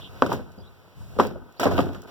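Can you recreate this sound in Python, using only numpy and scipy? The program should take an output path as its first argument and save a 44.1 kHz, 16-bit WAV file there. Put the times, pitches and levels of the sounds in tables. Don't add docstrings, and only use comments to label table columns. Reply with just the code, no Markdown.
import sys
import numpy as np
from scipy import signal
from scipy.fft import rfft, irfft
from scipy.io import wavfile

SR = 44100
rng = np.random.default_rng(int(sys.argv[2]) if len(sys.argv) > 2 else 0)


def wav_out(sig):
    wavfile.write(sys.argv[1], SR, np.round(np.clip(np.atleast_2d(sig).T, -1, 1) * 32767).astype(np.int16))


def voltage_ratio(decibels):
    exponent = np.asarray(decibels, float) / 20
    return 10 ** exponent


N = 92610

# (t/s, level/dB, crack re knock/dB, tilt/dB per octave, favoured pitch f/Hz)
KNOCKS = [(0.222, -5, -20.5, 0.5, 272), (0.261, -17, -14, 1.5, 272), (0.291, -15.5, -30, -2.5, 483),
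          (0.316, -11, -32, 1, 850), (0.331, -15, -22, -2, 295), (0.391, -24.5, -48, -1, 540),
          (0.414, -45, -36, -10, 470), (0.577, -31.5, -25, -6, 180), (1.011, -47, -30, 6, 167),
          (1.098, -45.5, -30, -11.5, 159), (1.162, -26, -24.5, -6, 480), (1.186, -8, -50, 1.3, 480),
          (1.199, -3, -24, 2.5, 290), (1.249, -15.5, -20, -1.5, 475), (1.309, -25, -22, -5.5, 192),
          (1.355, -27, -52, -3.5, 630), (1.595, -18.5, -9, 6, 490), (1.607, -13, -33, 0.5, 294),
          (1.63, -12.5, -11, 5.5, 670), (1.654, -4.5, -23.5, -0.5, 257), (1.664, -7.5, -27, 2.2, 607),
          (1.679, -15.5, -44, -5.5, 316), (1.710, -17.5, -33, 4.5, 670), (1.719, -13, -30, -3.5, 600),
          (1.778, -7.5, -17, 0, 607), (1.788, -5, -22, -0.5, 270), (1.804, -17, -12.5, -3.5, 272),
          (1.862, -19, -37, -3.5, 383), (1.888, -21, -22.5, -4, 575), (1.946, -26, -13.5, 4.5, 264)]
# (f/Hz, relative level/dB, t60/s)
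DECK_MODES = [(62.6, -25.5, 0.67), (92.44, -8.5, 0.68), (153, -21.5, 0.45), (186.8, -2, 0.089),
              (272, -3.5, 0.12), (354, -13.5, 0.37), (414, -8, 0.12), (505.4, -5, 0.06), (598, -7.5, 0.051),
              (692.7, -9.5, 0.072), (833, -6.5, 0.021), (977, -3.5, 0.028), (932, -8.5, 0.011),
              (1215, -7.5, 0.03), (1313, -3, 0.022), (1508, -10.5, 0.07)]
# (f/Hz, likeness 0..1, level/dB, cross-feed gain 0..1)
PORTS = [(40, 0.7, -6.5, 1), (110, 0.7, -2.5, 0.78), (272, 0.96, -2.5, 0.81), (560, 0.58, 2.5, 0.91),
         (1700, 0.043, 0.5, 1), (3350, 0.02, 3.5, 0.48), (5270, 0.011, 6, 0.78), (9800, 0.021, -2.5, 0.55),
         (17000, 0.075, -8, 0.29)]
TILT_HZ = 480
BUILD_S = 0.00136


def rms_one(x):
    return x / np.sqrt(np.mean(x ** 2) + 1e-20)


def at_hz(points, hz, axis=1):
    points = np.array(points)
    return np.interp(np.log(hz), np.log(points[:, 0]), points[:, axis])


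def in_time(rows):
    s, db = np.transpose(rows)
    return voltage_ratio(np.interp(np.arange(N) / SR, s, db))


def spectrum_hz():
    return np.maximum(np.fft.rfftfreq(N, 1 / SR), 10)


def colour(x, points):
    return rms_one(irfft(rfft(x) * voltage_ratio(at_hz(points, spectrum_hz())), N))


def ring(clicks, hz, t60):
    r = voltage_ratio(-60 / (max(t60, 0.005) * SR))
    w = 2 * np.pi * hz / SR
    return signal.lfilter([0, np.sin(w)], [1, -2 * r * np.cos(w), r * r], clicks + 1e-18)


def grains(per_s):
    size_db = 3 * np.minimum(rng.exponential(1, (2, N)), 5)
    sizes = voltage_ratio(size_db) * rng.choice([-1, 1], (2, N))
    return sizes * (rng.random((2, N)) < per_s / SR)


def dying(starts, t60):
    power = np.zeros(N)
    for s, db in starts:
        power[int(s * SR)] += voltage_ratio(2 * db)
    decay = voltage_ratio(-120 / (max(t60, 0.003) * SR))
    return np.sqrt(signal.lfilter([1], [1, -decay], power + 1e-18))


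def air():
    # (f/Hz, relative level/dB)
    air_colour = [(30, -10), (100, 17), (300, -6), (1000, -6.5), (2500, -19), (5000, -31.5), (9000, -26),
                  (16000, -19)]
    return voltage_ratio(-57) * colour(rng.standard_normal((2, N)), air_colour)


def birds():
    # (start t/s, length/s, start f/Hz, end f/Hz, level/dB, blur width/Hz)
    chirps = [(0, 0.096, 3360, 3156, -45.5, 400), (0.569, 0.06, 4800, 4830, -63.5, 110),
              (0.609, 0.065, 3380, 3400, -61.5, 110), (0.647, 0.051, 3680, 4000, -59, 141),
              (1.563, 0.041, 3900, 5280, -56.5, 303)]
    clear_hz = 70
    out, t = np.zeros((2, N)), np.arange(N) / SR
    for start, length, hz0, hz1, db, width_hz in chirps:
        progress = np.clip((t - start) / length, 0, 1)
        lowpass = signal.butter(2, width_hz, fs=SR, output="sos")
        blur = rms_one(signal.sosfilt(lowpass, rng.standard_normal((2, N))))
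        swell = voltage_ratio(db) * np.sin(np.pi * progress)
        glide_hz = hz0 + (hz1 - hz0) * progress
        tone = np.sin(2 * np.pi * np.cumsum(glide_hz) / SR)
        out += swell * (clear_hz / width_hz + blur) * tone
    return out


def rolling():
    # (t/s, level/dB)
    roll_level = [(0.0, -52.5), (0.39, -48), (0.64, -55.5), (0.78, -58), (1.05, -61.5), (1.25, -40.5),
                  (1.64, -62.5), (1.77, -29), (1.79, -36.5), (1.92, -44), (2.0, -49.5), (2.1, -47)]
    # (t/s, level/dB)
    boom_level = [(0.0, -45.5), (0.2, -48), (0.23, -40), (0.3, -45.5), (0.33, -33), (0.42, -52.5),
                  (0.95, -61), (0.97, -48), (1.02, -41.5), (1.04, -45), (1.16, -44.5), (1.19, -39.5),
                  (1.32, -63), (1.44, -65), (1.57, -65), (1.64, -67), (1.66, -49), (1.78, -38.5),
                  (2.1, -60)]
    # (f/Hz, relative level/dB)
    boom_colour = [(20, -41), (45, 1.5), (100, 5), (170, -3), (300, -25), (1000, -45.5)]
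    contacts = grains(250)
    rumble = 0
    for k, (hz, db, t60) in enumerate(DECK_MODES[3:]):
        rumble = rumble + (-1) ** k * voltage_ratio(db) * ring(contacts, hz, 0.5 * t60)
    boom = voltage_ratio(6.5) * in_time(boom_level) * colour(rng.standard_normal((2, N)), boom_colour)
    return in_time(roll_level) * rms_one(rumble) + boom


def scraping():
    # (start t/s, hold from start/s, level/dB, release/dB per s)
    scrapes = [(0.217, 0.077, -47.5, 165), (0.295, 0.045, -44.5, 281), (1.182, 0.047, -39.5, 176),
               (1.598, 0.044, -33.5, 202), (1.704, 0.033, -46.5, 97), (1.763, 0.037, -43, 175),
               (1.919, 0.012, -55, 179), (2.027, 0.0081, -73, 295), (2.069, .03, -52.5, 197)]
    # (f/Hz, relative level/dB)
    grit_colour = [(1500, 5), (3000, 5), (5000, -3), (9000, -14.5), (13000, -3), (16000, -6.5)]
    # (t/s, level/dB)
    hiss_level = [
        [(0.0, -49), (0.038, -61), (0.2, -53)],
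        [(0.45, -63.5), (0.708, -64.5), (1.048, -61.5), (1.15, -58)],
        [(1.33, -68), (1.38, -71), (1.47, -66.5), (1.58, -62)],
    ]
    attack_s = 0.01
    t, level = np.arange(N) / SR, np.zeros(N)
    for start, hold, db, release_db in scrapes:
        attack = np.clip((t - start) / attack_s, 0, 1)
        level += attack * voltage_ratio(db - release_db * np.maximum(t - start - hold, 0))
    grit = colour(grains(2500), [(600, 11)] + grit_colour)
    hiss = colour(rng.standard_normal((2, N)), [(600, 9.3)] + grit_colour)
    return level * grit + in_time(sum(hiss_level, [])) * hiss


def tails():
    # (f/Hz, level/dB)
    tail_level = [(40, -2), (100, 2), (300, 2.5), (700, -7.5), (1500, -12), (2500, -36), (6000, -41),
                  (16000, -55.5)]
    # (f/Hz, t60/s)
    tail_t60 = [(40, 0.44), (160, 0.49), (420, 0.25), (1100, 0.12), (3000, 0.2), (16000, 0.031)]
    rise_cycles = 0.93
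    edges = 35 * 2 ** np.arange(0, 9, 0.5)
    white = rng.standard_normal((2, 2, N))
    out = 0
    for k, (low, high) in enumerate(zip(edges, edges[1:])):
        hz = np.sqrt(low * high)
        bandpass = signal.butter(2, [low, high], "band", fs=SR, output="sos")
        band = signal.sosfilt(bandpass, white[k % 2])
        octaves = np.log2(hz / TILT_HZ)
        starts = [(s + BUILD_S, db + tilt_db * octaves) for s, db, _, tilt_db, _ in KNOCKS]
        level = dying(starts, at_hz(tail_t60, hz))
        r = np.exp(-2 * hz / (rise_cycles * SR))
        swell = signal.lfilter([(1 - r) ** 2], [1, -2 * r, r * r], level)
        out = out + voltage_ratio(at_hz(tail_level, hz)) * band * swell
    return voltage_ratio(-0.9) * out


def cracks():
    # (f/Hz, relative level/dB)
    crack_colour = [(1500, -1), (3000, 13.5), (5000, -8), (9000, -17), (13000, -14), (16000, -37)]
    dull_hz, crack_db, t60_s = 230, -3, 0.015
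    starts = [(s + BUILD_S, db + rel_db + crack_db) for s, db, rel_db, _, hz in KNOCKS if hz > dull_hz]
    return dying(starts, t60_s) * colour(rng.standard_normal((2, N)), crack_colour)


def rim_ticks():
    # (t/s, starting level/dB, t60/s)
    ticks = [(0.264, -41, .04), (0.327, -37.5, 0.07), (0.5184, -57.5, 0.04), (1.2695, -36, 0.013),
             (1.5243, -54, 0.014), (1.5986, -29, .031), (1.638, -28.5, 0.024), (1.811, -40, 0.017),
             (2.0188, -44.5, 0.025), (2.035, -55, 0.045)]
    # (f/Hz, relative level/dB)
    tick_colour = [(1500, -12), (4000, -3.5), (6000, -0.5), (10000, -8), (16000, -0.5)]
    level = sum(dying([(s, db)], t60) for s, db, t60 in ticks)
    return level * colour(rng.standard_normal((2, N)), tick_colour)


def snaps():
    # (t/s, click level/dB, pitch factor)
    blows = [(0.2221, -5.5, 1), (.318, -22, 0.97), (1.1984, -4.5, 0.82), (1.5971, -19.5, 0.86),
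             (1.6351, -26.5, 1.29), (1.661, -14.5, 0.53), (1.7911, -16, 1.024)]
    # (f/Hz, relative level/dB, t60/s)
    rim_modes = [(497, -3, 0.024), (960, -13, 0.0047), (1154, -1, 0.01), (1540, -19.5, 0.0095),
                 (2270, -13, 0.0042), (3590, -32.5, 0.0041)]
    dull_db = 6
    out = np.zeros(N)
    for s, db, factor in blows:
        click = -voltage_ratio(db) * (np.arange(N) == int(s * SR))
        for hz, mode_db, t60 in rim_modes:
            gain = voltage_ratio(mode_db + dull_db * np.log2(factor) * hz / 1000)
            out += gain * ring(click, hz * factor, t60)
    return signal.sosfilt(signal.butter(2, 4500, fs=SR, output="sos"), out)


def knocks():
    contact_hz = 1510
    knock_db, spread_db, favour_db, favour_octaves = -13, 1, 9, 0.26
    out, size = np.zeros((2, N + SR)), SR // 2
    click = signal.lfilter(*signal.butter(2, contact_hz, fs=SR), np.arange(size) == 0)
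    rings = np.array([voltage_ratio(db) * ring(click, hz, t60) for hz, db, t60 in DECK_MODES])
    hz = np.array(DECK_MODES)[:, 0]
    signs = (-1) ** np.arange(len(hz))
    for s, db, _, tilt_db, favoured_hz in KNOCKS:
        tilt = tilt_db * np.log2(hz / TILT_HZ)
        favour = favour_db * np.exp(-(np.log2(hz / favoured_hz) / favour_octaves) ** 2)
        gain = voltage_ratio(db + knock_db + tilt + favour)
        own = rng.standard_normal((2, len(hz)))
        rows = np.array([voltage_ratio(spread_db * own[0]) * signs, own[1]])
        start = int((s + BUILD_S) * SR)
        out[:, start:start + size] += (gain * rows) @ rings
    return out[:, :N]


def scene():
    drum = knocks() + snaps() + rim_ticks() + cracks() + tails() + scraping() + rolling()
    first, other = drum + birds() + air()
    hz = spectrum_hz()
    alike = np.clip(at_hz(PORTS, hz, axis=1), -1, 1)
    blend = alike * rfft(first) + np.sqrt(1 - alike ** 2) * rfft(other)
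    second = voltage_ratio(at_hz(PORTS, hz, axis=2)) * blend
    return np.array([first, irfft(second, N)])


def low_pass(x):
    return signal.sosfilt(signal.butter(12, 16660, fs=SR, output="sos"), x)


def record(dry):
    feed_lag_s = 0.0004573
    hz = spectrum_hz()
    delay = np.exp(-2j * np.pi * hz * feed_lag_s)
    feed = np.clip(at_hz(PORTS, hz, axis=3), 0, 1) * delay
    sides = dry - irfft(feed * rfft(dry[::-1]), N)
    return low_pass(np.clip(sides, -1, 1))


dry = scene()
out = record(dry)
wav_out(out)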